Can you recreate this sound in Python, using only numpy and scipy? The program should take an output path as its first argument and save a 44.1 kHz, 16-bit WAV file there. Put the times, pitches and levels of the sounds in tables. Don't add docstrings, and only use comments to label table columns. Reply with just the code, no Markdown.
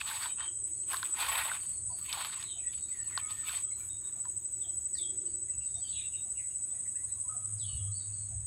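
import sys
import numpy as np
from scipy import signal
from scipy.fft import rfft, irfft
from scipy.io import wavfile

SR = 44100
rng = np.random.default_rng(int(sys.argv[2]) if len(sys.argv) > 2 else 0)


def boost(x):
    u = np.asarray(x, float) / 20
    return 10 ** u


def to_wav(sig):
    pcm = np.clip(np.atleast_2d(sig), -1, 1) * 32767
    pcm = np.round(pcm).astype(np.int16)
    wavfile.write(sys.argv[1], SR, pcm.T)


N = 373086


def rms_one(x):
    return x / np.sqrt(np.mean(x ** 2) + 1e-20)


def in_time(rows):
    s, level = np.transpose(rows)
    return np.interp(np.arange(N) / SR, s, level, right=level[-1])


def colour(x, spectrum):
    hz, db = np.transpose(spectrum)
    log_hz = np.log(np.arange(N // 2 + 1) * SR / N + 1)
    gain = boost(np.interp(log_hz, np.log(hz), db))
    return rms_one(irfft(rfft(x) * gain, N))


def drift(rate):
    r = np.exp(-80 * np.pi * rate / SR)
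    white = rng.standard_normal(N // 40 + 2002)
    slow = signal.lfilter([1], [1, -2 * r, r * r], white)[2000:]
    return np.interp(np.arange(N) / 40, np.arange(len(slow)), rms_one(slow))


def resonate(x, hz, width_hz):
    r = np.exp(-np.pi * width_hz / SR)
    for _ in range(2):
        x = signal.lfilter([1, 0, -1], [1, -2 * r * np.cos(2 * np.pi * hz / SR), r * r], x + 1e-18)
    return rms_one(x)


def band(x, low_hz, high_hz, order=2):
    sos = signal.butter(order, [low_hz, high_hz], "band", fs=SR, output="sos")
    return signal.sosfilt(sos, x + 1e-18)


def add(out, s, sound):
    i = round(s * SR)
    out[i:i + len(sound)] += sound[:max(N - i, 0)]


def note(length, from_hz, to_hz, glide, edge, fainter_db=0):
    t = np.arange(int(length * SR)) / SR
    hz = to_hz + (from_hz - to_hz) * np.exp(-t / glide)
    ends = np.clip(np.minimum(t, length - t) / edge, 0, 1)
    octaves_off = np.abs(np.log2(hz / to_hz))
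    shape = np.sin(np.pi / 2 * ends) ** 2 * boost((fainter_db - 8) * octaves_off)
    return np.sqrt(2) * shape * np.sin(2 * np.pi * (np.cumsum(hz) / SR + rng.random()))


def swells(s, hold, db, rise_db_per_s, fall_db_per_s):
    t = np.arange(0, N + 64, 64) / SR
    s, hold, db = (np.reshape(v, (-1, 1)) for v in (s, hold, db))
    before, after = np.clip(s - t, 0, None), np.clip(t - s - hold, 0, None)
    each_db = db - rise_db_per_s * before - fall_db_per_s * after
    power = np.sum(boost(np.maximum(2 * each_db, -400)), axis=0)
    return np.interp(np.arange(N) / SR, t, np.sqrt(power))


def pulses(per_s, jitter, spread_db):
    count = np.cumsum(per_s * (1 + jitter * drift(3.0)) / SR)
    clicks = np.diff(np.floor(count), prepend=0) > 0
    return clicks * boost(spread_db * rng.standard_normal(N)), count


def echo(x, tail, wet_db):
    return x + boost(wet_db) * signal.fftconvolve(x, tail / np.linalg.norm(tail))[:N]


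def forest(x, t60, wet_db):
    t = np.arange(SR // 2) / SR
    return echo(x, rng.standard_normal(len(t)) * boost(-60 * t / t60) * np.minimum(t / 0.003, 1), wet_db)


def held_tail(x, spread_s, wet_db):
    t = np.arange(SR // 2) / SR
    fade = np.exp(-(t / spread_s) ** 2) + .17 * np.exp(-t / .11)
    return echo(x, rng.standard_normal(len(t)) ** 3 * fade * np.minimum(t / .012, 1), wet_db)


# pitch in Hz, level in dB per Hz.
AIR_SPECTRUM = [(15, -63), (25, -50), (101, -6.5), (133, -4.5), (366, -16.5), (634, -23.5), (679, -22.5),
                (1150, -22), (2400, -27), (3620, -26.5), (4450, -32.5), (6000, -43.5), (7800, -71),
                (13200, -120)]


def swamp_air():
    stir_db = .8 * drift(4.0)
    return boost(-65.5 + stir_db) * colour(rng.standard_normal(N), AIR_SPECTRUM)


# time of the peak in seconds, peak level in dB.
GUSTS = [(0, -57.5), (1.32, -59), (1.842, -51.5), (4.95, -68), (5.561, -58.5), (5.74, -59), (5.968, -68),
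         (6.17, -64), (7.089, -62), (7.759, -44), (8.37, -45)]


def gust_gain():
    s, db = np.transpose(GUSTS)
    return swells(s, 0, db, rise_db_per_s=212, fall_db_per_s=177.5)


def wind(gusts):
    white = rng.standard_normal(N)
    rumble = resonate(white, 68, 24) + 0.12 * rms_one(band(white, 30, 48))
    return (boost(-64) + gusts) * rumble


def thumps():
    out = np.zeros(N)
    length_s = 0.0885
    for s, db in GUSTS:
        thump = note(length_s, 79, 68.5, 0.041, edge=length_s / 2)
        add(out, max(s - length_s / 2, 0), boost(db - 1) * thump)
    return out


# time in seconds, level in dB.
ENGINE_HUM = [
    (0, -67),
    (1.2, -64),
    (1.74, -66),
    (3.5, -61),
    (5.48, -66),
    (6.2, -69),
    (7.1, -62.5),
    (7.6, -48),
    (8.46, -51.5),
]
# time in seconds, level in dB.
ENGINE_OVERTONE = [
    (0, -78),
    (.7, -66),
    (2, -75),
    (4.8, -70.5),
    (5.25, -58.5),
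    (5.6, -75),
    (7, -78),
    (8.46, -114),
]


def engine(gusts):
    white = rng.standard_normal((2, N))
    boom = gusts * boost(-9 + 2 * np.arange(N) / SR)
    hum = (boost(in_time(ENGINE_HUM)) + boom) * resonate(white[0], 101.54, 12.5)
    overtone = boost(in_time(ENGINE_OVERTONE)) * resonate(white[1], 341.0, 93)
    return hum + overtone + boost(-85.0) * resonate(white[1], 370.7, 13)


# start in seconds, level in dB.
FROG_TOKS = [(1.9, -66.5), (2.55, -70.5), (4.15, -73), (4.645, -72), (5.12, -79), (5.75, -69), (6.245, -72),
             (6.715, -74), (7.335, -67.5), (7.82, -78), (8.3, -71.5)]


def frog():
    out = np.zeros(N)
    for s, db in FROG_TOKS:
        add(out, s, boost(db + 6.0) * note(0.043, 909, 588, 0.0231, 0.013))
    return held_tail(out, spread_s=0.059, wet_db=-2.0)


def level_notes(rows):
    return [(s, length, hz * 1.011, hz, 0.0075, db) for s, length, hz, db in rows]


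def gliding_notes(rows, share):
    return [(s, length, from_hz, to_hz, share * length, db) for s, length, from_hz, to_hz, db in rows]


def bird_voice(notes, hoarse, rattle, fainter_db=0):
    voice = np.zeros(N)
    for s, length, from_hz, to_hz, glide, db in notes:
        add(voice, s, boost(db - 2.0) * note(length, from_hz, to_hz, glide, 0.0061, fainter_db))
    return voice * (np.sqrt(1 - hoarse ** 2) + hoarse * rattle)


# start in seconds, length in seconds, pitch in Hz, level in dB.
COOS = [(.41, 0.08, 3160, -50), (.495, 0.056, 3150, -67), (1.07, 0.11, 1280, -66),
        (2.005, 0.055, 1170, -67), (2.08, 0.024, 1033, -60), (4.17, 0.031, 1192, -72),
        (1.896, 0.024, 972, -60), (3.19, 0.14, 1248, -61), (3.43, 0.092, 1272, -58),
        (4.25, 0.014, 990, -56), (7.03, 0.019, 1028, -72), (7.15, 0.028, 1090, -71),
        (7.24, 0.046, 1000, -70), (3.64, 0.054, 1270, -71.5), (7.29, 0.081, 1264, -56),
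        (7.42, 0.028, 1250, -63.5), (7.69, 0.024, 1178, -71), (7.49, 0.034, 1243, -71),
        (7.795, 0.028, 1234, -71.5), (7.87, 0.033, 1224, -68.5)]
PIPS = [(.435, 0.02, 1750, -58), (3.0, 0.083, 2850, -74), (3.22, 0.047, 2200, -61),
        (2.63, 0.059, 1934, -64), (3.71, 0.014, 2150, -55.5), (4.95, 0.0095, 1880, -58),
        (5.255, 0.025, 3020, -70), (4.99, 0.012, 2200, -65), (5.48, 0.028, 2010, -68),
        (5.51, 0.041, 2680, -66.5), (5.6, 0.058, 2760, -69.5), (6.13, 0.03, 2800, -64),
        (6.35, 0.045, 2790, -64), (6.5, 0.04, 2777, -71.5), (6.855, 0.016, 1990, -59.5),
        (.29, 0.028, 2430, -61), (.29, 0.026, 3050, -58), (2.665, 0.016, 2550, -63),
        (3.09, 0.016, 2520, -59.5), (3.31, 0.13, 1824, -69), (3.8, 0.026, 2336, -65),
        (5.925, 0.034, 2770, -63), (6.03, 0.043, 2740, -61.5), (6.01, 0.034, 1770, -75),
        (6.735, 0.022, 2420, -72), (6.95, 0.022, 2630, -77), (6.97, 0.014, 1820, -70),
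        (7.1, .02, 2440, -78)]
SEEPS = [(.27, 0.085, 3780, -62), (2.78, 0.029, 3820, -64), (3.892, 0.093, 3740, -65),
         (3.7, 0.06, 4100, -72), (4.405, 0.024, 3650, -74), (1.06, 0.12, 3350, -73), (3.78, .07, 4100, -79),
         (5.72, .025, 4700, -72), (5.755, 0.035, 5850, -73), (3.6, 0.095, 3270, -69),
         (6.765, 0.027, 3800, -80), (6.01, 0.036, 3600, -59), (5.965, 0.04, 3800, -61),
         (4.955, 0.029, 5780, -59), (4.96, 0.088, 4970, -75), (5.01, 0.1, 3300, -58),
         (5.66, 0.057, 3710, -71), (5.735, 0.06, 3690, -65.5), (5.74, .025, 5600, -75),
         (6.16, 0.068, 3760, -61.5), (6.68, 0.057, 3510, -76.5), (7.575, 0.02, 5460, -77),
         (7.64, 0.16, 3800, -68), (7.76, 0.12, 3260, -65), (9.2, 0.076, 2920, -68),
         (5.11, 0.051, 3300, -76), (5.785, 0.05, 4950, -75), (7.65, .13, 4420, -68),
         (6.41, 0.065, 4330, -84), (4.03, 0.074, 3750, -67), (7.95, 0.045, 4500, -59),
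         (8.0, 0.09, 4520, -67)]
# start in seconds, length in seconds, first pitch in Hz, end pitch in Hz, level in dB.
SWOOPS = [(.378, 0.04, 2400, 3200, -52), (2.91, 0.11, 2164, 1804, -58), (3.12, 0.061, 2205, 1750, -49),
          (4.61, 0.053, 3900, 3174, -55), (4.935, 0.075, 6020, 3330, -45.5),
          (5.815, 0.058, 3500, 3090, -55.5), (7.58, 0.06, 5500, 3200, -51), (7.625, 0.13, 3400, 2867, -54),
          (7.77, 0.056, 3480, 3206, -58), (7.905, 0.06, 3620, 4610, -63), (7.985, 0.045, 4450, 3750, -65),
          (6.73, 0.035, 1250, 2050, -68), (6.945, 0.043, 1350, 2090, -67), (7.06, 0.041, 1300, 1990, -71.5)]
SLIDES = [(.72, 0.14, 4480, 4200, -76), (1.58, 0.17, 4550, 4400, -66), (1.887, 0.47, 4550, 4300, -62.5),
          (2.44, 0.092, 4100, 3500, -55), (2.56, 0.039, 3560, 2000, -54.5), (2.725, 0.12, 4480, 4330, -68),
          (2.87, 0.2, 4550, 4320, -69), (2.8, 0.12, 3850, 3774, -69), (2.47, 0.092, 3300, 2950, -59.5),
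          (2.62, 0.1, 3600, 3380, -73), (3.23, 0.11, 3450, 3250, -73), (5.243, 0.053, 4650, 4530, -71),
          (5.62, .035, 5260, 3920, -68.5), (5.78, 0.065, 4950, 4770, -71), (5.77, 0.062, 4450, 4500, -67),
          (5.83, 0.074, 4800, 4300, -62), (5.96, 0.08, 4600, 4400, -81), (5.965, 0.039, 4100, 3710, -59),
          (5.97, 0.044, 2600, 1900, -71), (6.11, 0.042, 3300, 2480, -64), (5.9, 0.14, 4110, 3500, -58),
          (5.93, 0.064, 3765, 1990, -57), (5.87, 0.099, 3700, 3300, -58.5), (6.365, 0.04, 2900, 1750, -60),
          (7.06, 0.05, 4660, 3590, -70), (8.12, 0.1, 4550, 4350, -70)]


def birds():
    rattle = rms_one(band(rng.standard_normal(N), 29, 190))
    nearer = bird_voice(level_notes(COOS), .15, rattle)
    nearer += bird_voice(level_notes(PIPS), .4, rattle)
    nearer += bird_voice(level_notes(SEEPS), .35, rattle)
    midway = bird_voice(gliding_notes(SWOOPS, 0.33), .3, rattle, fainter_db=-6)
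    farther = bird_voice(gliding_notes(SLIDES, 0.62), .6, rattle)
    for when, pitch, bend, loud in rng.random((170, 4)):
        hz = 1100 * 3.5 ** pitch
        twitter = note(.024, hz * (.9 + .2 * bend), hz, .02, .009)
        add(farther, when * N / SR, boost(-91 + 6 * loud) * twitter)
    waver = boost(3.5 * drift(30))
    out = boost(2.5) * held_tail(nearer * waver, spread_s=0.029, wet_db=-1.5)
    out += boost(-.5) * held_tail(midway * waver, spread_s=0.051, wet_db=2.0)
    return out + boost(-4.0) * held_tail(farther * waver, spread_s=0.062, wet_db=8.5)


# time in seconds, level in dB.
KATYDID_LEVEL = [
    (0, -69),
    (.8, -63),
    (1.9, -61),
    (2.1, -61),
    (2.94, -62.5),
    (4.3, -73.5),
    (7.87, -60),
    (7.93, -74),
    (8.46, -73),
]


def katydid():
    swing = np.cos(2 * np.pi * (9.18 * np.arange(N) / SR - .2))
    stroke = 0.58 + 0.45 * np.clip(1.2 * swing + .8, 0, 1)
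    rasp = rng.standard_normal((2, N))
    wings = resonate(rasp[0], 9540, 500) + 1.55 * resonate(rasp[1], 10160, 1200)
    return boost(in_time(KATYDID_LEVEL) + drift(2.1)) * stroke * band(wings, 9610, 10670, order=5)


# time in seconds, level in dB.
HIGH_CICADA_LEVEL = [
    (0, -56),
    (1.97, -49),
    (2.02, -72),
    (2.9, -74),
    (4.3, -74.5),
    (5.0, -62.5),
    (6.76, -51.5),
    (7.9, -50.5),
    (8.46, -54.5),
]
# start in seconds, hold in seconds, level of the
# added part in dB against the resting level.
OCTAVE_BOUTS = [
    (4.2, 0.73, 2),
    (5.9, 1.15, -4),
]


def cicadas():
    clicks, _ = pulses(140.6, jitter=0.0036, spread_db=0.0)
    high = resonate(clicks, 8735, 210) + 1.23 * resonate(rng.standard_normal(N), 8610, 610)
    high = boost(in_time(HIGH_CICADA_LEVEL)) * band(high, 8280, 9130, order=6)

    clicks, count = pulses(140.0, jitter=0.011, spread_db=4.0)
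    accent_db = 4.5 * np.cos(np.pi * np.floor(count)) + 2.7 * np.cos(2 * np.pi * count / 8)
    clicks = rms_one(clicks * boost(accent_db))
    clicks = clicks + 1.6 * rng.standard_normal(N)
    low = band(resonate(clicks, 6748, 420) + 0.48 * resonate(clicks, 7080, 490), 6577, 8700, order=5)
    bouts = 1 + swells(*np.transpose(OCTAVE_BOUTS), 25, 60)
    octave = band(resonate(clicks, 13100, 2600), 13440, 16500, order=3)
    octave = boost(-19.5 + drift(.6)) * bouts * octave
    return forest(high + boost(-57.5) * (low + octave), 0.28, wet_db=-6.0)


SINGERS = {"high": (8228, 12.97, .044), "high again": (8228, 12.97, .040), "low": (7895, 12.25, .069),
           "lowest": (7835, 12.15, .045), "lowest again": (7835, 12.35, .053), "far": (7875, 12.9, .018),
           "farther": (7965, 12.6, .058)}
# singer's name, start in seconds, end in seconds, level in dB.
SONG_BOUTS = [("high", 0, 2.7, -43), ("high", 3.2, 4.4, -46), ("high again", 4.58, 5.9, -47),
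              ("high again", 5.9, 7.1, -46), ("high again", 7.1, 8.46, -44), ("low", 0, 2.4, -47.5),
              ("low", 2.2, 5.5, -42.5), ("low", 5.5, 8.46, -47), ("lowest", 0, .85, -45),
              ("lowest again", 5.5, 6.65, -40), ("far", 0, 8.46, -49), ("farther", 0, 8.46, -51.5)]


def cricket_chorus():
    far = np.zeros(N)
    for name, start, end, db in SONG_BOUTS:
        hz, per_s, first = SINGERS[name]
        beats = np.arange(first, N / SR, 1 / per_s)
        chance = rng.standard_normal((120, 3))
        for at, (late, loud, sharp) in zip(beats, chance):
            if start <= at < end:
                chirp = note(0.028, hz + 45 + 12 * sharp, hz - 45, 0.038, 0.0064)
                add(far, abs(at + .002 * late), boost(db + 1.44 * loud) * chirp)
    return far


# time in seconds, level in dB.
NEAR_CRICKET_LEVEL = [(0, -45.5), (.47, -37), (.71, -40), (1.2, -34), (1.5, -41.5), (1.94, -40), (2.2, -61),
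                      (2.66, -36.5), (3.39, -38.5), (3.64, -33.5), (3.88, -49.5), (4.2, -37.5), (4.95, -34),
                      (5.6, -36), (5.9, -40.5), (6.4, -38), (7.2, -36.5), (8.46, -51)]


def near_cricket():
    near = np.zeros(N)
    level_db = in_time(NEAR_CRICKET_LEVEL)
    first_s, chirps_per_s = .065, 12.346
    for at in np.arange(first_s, N / SR, 1 / chirps_per_s):
        chirp = note(0.034, 8060, 7990, 0.049, 0.011)
        add(near, at, boost(level_db[int(at * SR)] + rng.normal(0, 1.0)) * chirp)
    return near


def crickets():
    near, far = near_cricket(), cricket_chorus()
    haze = resonate(rng.standard_normal(N), 7871, 190) + 0.68 * resonate(rng.standard_normal(N), 8153, 160)
    haze = boost(-44.0) * band(haze, 7510, 8300, order=3)
    return near + forest(far + 0.2 * near, 0.67, wet_db=-4.0) + haze


# pitch in Hz, level in dB per Hz.
GRASS_SPECTRUM = [(300, -45), (500, -11), (750, -4), (1050, -1), (1800, -6), (3600, -5), (4600, -10),
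                  (5700, -23), (9300, -21), (10800, -12), (11800, -19), (15000, -20), (16500, -24)]


def grass_swish():
    born = rng.random(N) < 2500 * boost(5.0 * drift(40)) / SR
    strength = boost(2.4 * np.minimum(rng.exponential(1, N), 5))
    grains = born * strength * rng.choice([-1, 1], N)
    dealt = rng.integers(0, 12, N)
    streaks = np.zeros(N)
    for k, hz in enumerate(np.linspace(800, 4600, 12) + rng.normal(0, 80, 12)):
        streaks += boost(4.5 * drift(5.5)) * resonate(grains * (dealt == k), hz, 110)
    mix = rms_one(grains) + 0.74 * rng.standard_normal(N) + .27 * rms_one(streaks)
    return colour(mix, GRASS_SPECTRUM)


# start in seconds, hold in seconds, level in dB, dull part in dB, bright part in dB.
STROKES = [(0.008, 0.01, -47.5, -6, -4.5), (0.072, 0.1, -46.5, -3, -1), (0.21, 0.063, -51, 2.5, 1),
           (0.398, 0.055, -58, 5, -14), (0.68, 0.007, -71.5, -2, 12), (0.916, 0.022, -46, -2, 4.5),
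           (0.958, 0.045, -55, 0, 4), (1.03, 0.029, -54.5, -3, 3), (1.07, 0.12, -61, 0, 1),
           (1.164, 0.021, -52.5, -8, 2), (1.196, 0.19, -43.5, -0.5, 0.5), (1.332, 0.13, -46, 2, -0.5),
           (1.484, 0.073, -50, 2, 2.5), (1.59, 0.14, -69, -3.5, 8), (1.988, 0.054, -66.5, -1, 11),
           (2.053, 0.04, -61, -8, 5.5), (2.098, 0.036, -52, -14, -0.5), (2.132, 0.13, -48.5, 0, 0),
           (2.281, 0.16, -55, -3, -3.5), (2.73, 0.015, -68, -9, -5), (2.78, 0.0096, -66, -13, -3),
           (2.887, 0.74, -73.5, -1.5, 7.5), (3.112, 0.012, -61.5, 2, 2), (3.189, .005, -53.5, -1.5, 0),
           (3.306, 0.0035, -52.5, -5, 2.5), (3.368, 0.11, -63.5, -5.5, 2.5), (3.47, 0.11, -51, -6.5, 3.5),
           (3.78, 0.084, -74.5, 5, 19), (4.026, 0.18, -78.5, 5.5, 3), (4.249, 0.014, -71.5, 2, 4),
           (4.98, 0.03, -99, 0, 34)]


def grass():
    swish, flicker = grass_swish(), drift(27)
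    s, hold, db, dull_db, bright_db = np.transpose(STROKES)
    deep_db = dull_db + (db + dull_db + 42)
    # sign (neighbours alternate), share in dB, lift in dB, patch edges in Hz
    parts = ((-1, deep_db, -4.0, (300, 880)),
             (1, dull_db, 1.5, (880, 1150, 1450, 1900)),
             (-1, 0, 3.5, (1900, 2500, 3400, 4600, 6500)),
             (-1, bright_db, -1.0, (6500, 9500, 12000, 19000)))
    out = np.zeros(N)
    for sign, share_db, lift_db, edges in parts:
        patches = np.zeros(N)
        for k, (low, high) in enumerate(zip(edges, edges[1:])):
            patches += (-1) ** k * boost(2.5 * drift(9.4)) * band(swish, low, high)
        gain = swells(s, hold, db + share_db, rise_db_per_s=648, fall_db_per_s=335)
        out += sign * gain * boost(lift_db + 0.59 * flicker) * rms_one(patches)
    return out


# start in seconds, peak level in dB, pitch in Hz.
BLADE_TICKS = [(.012, -24, 2570), (.054, -45, 1190), (.112, -33, 1530), (.121, -53, 3730),
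               (.232, -38, 5200), (.259, -30, 3450), (.2595, -34, 980), (.407, -35.5, 1820),
               (.8355, -51, 2980), (.939, -29, 1044), (0.9436, -30, 1270), (.9692, -29.5, 4100),
               (1.056, -36, 3400), (1.149, -45, 1340), (1.174, -44, 2170), (1.191, -38, 2540),
               (1.355, -25, 3700), (1.425, -36, 2120), (1.4975, -30.5, 2020), (1.516, -25, 1490),
               (1.995, -44, 4350), (2.057, -50, 1980), (2.092, -38, 3740), (2.13, -37, 5900),
               (2.137, -38, 1150), (2.172, -38, 790), (2.206, -42, 1500), (2.21, -40.5, 766),
               (2.248, -34, 1230), (2.298, -43, 1530), (2.39, -41, 4800), (2.41, -42, 5300),
               (2.785, -49, 2950), (3.082, -54.5, 1150), (3.112, -59, 1010), (3.288, -45, 3280),
               (3.308, -37, 3750), (3.495, -36, 1580), (3.486, -30.5, 2600), (3.494, -29.5, 3760),
               (3.535, -48, 700), (3.97, -57, 4500), (4.055, -59, 1600), (4.095, -59, 1800),
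               (4.243, -56, 1410)]
# start in seconds, peak level in dB, pitch in Hz.
STEM_BREAK = [
    (3.1763, -18, 4400),
    (3.1764, -23, 3600),
    (3.1763, -24, 1450),
    (3.1764, -23, 1130),
]


def ringing(rows, low_hz, cycles):
    out, t = np.zeros(N), np.arange(SR // 20) / SR
    for s, db, hz in rows:
        add(out, s, boost(db) * np.sin(2 * np.pi * hz * t) * np.exp(-t * hz / cycles))
    return band(out, low_hz, 12000, order=3)


# start in seconds, peak level in dB, dull part in dB, bright part in dB.
SNAPS = [(0.014, -31.5, 0, 2), (0.257, -29.5, -1.5, 1), (0.403, -55, 13.5, -40), (0.902, -49, 3, 10),
         (0.932, -23.5, -1, 7), (0.9433, -26.5, 1.5, 9.5), (0.97, -50.5, -20, -12),
         (1.0293, -21.5, -2.5, -1), (1.514, -65, 22, -12), (1.694, -48.5, -18, 19), (2.128, -14, -26, -4),
         (2.248, -19.5, -18, -0.5), (2.427, -23.5, -20, -12), (2.729, -46, -26, 13), (2.78, -44, -15, 5),
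         (3.1123, -70, -10, 8), (3.176, -34, -14, -10), (3.308, -29.5, -55, 1), (3.3812, -66, -16, -18),
         (4.2529, -41, -4.5, -7)]


def stems():
    dull, middle, bright = np.zeros((3, N))
    fade = np.exp(-np.arange(400) / (0.0029 * SR))
    for s, db, dull_db, bright_db in SNAPS:
        burst = 0.38 * rng.standard_normal(400) * fade
        burst[0] = 3.5
        add(dull, s, boost(db + dull_db + 14.0) * burst)
        add(middle, s, boost(db) * burst)
        add(bright, s, boost(db + bright_db) * burst)
    out = band(dull, 1000, 1850, order=5) + band(middle, 2900, 5000, order=3)
    return out + .6 * band(bright, 9000, 12000, order=3)


def scene():
    gusts = gust_gain()
    hiss = boost(-90) * rng.standard_normal(N)
    background = hiss + swamp_air() + wind(gusts) + thumps() + engine(gusts)
    animals = frog() + birds() + katydid() + cicadas() + crickets()
    ticking = ringing(BLADE_TICKS, 660, cycles=5.1) + ringing(STEM_BREAK, 1000, cycles=3.0)
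    return (background + animals + grass() + ticking + stems())[None]


def top_cut(x):
    return signal.sosfilt(signal.butter(12, 15504, fs=SR, output="sos"), x)


def record(dry):
    return top_cut(dry)


dry = scene()
out = record(dry)
to_wav(out)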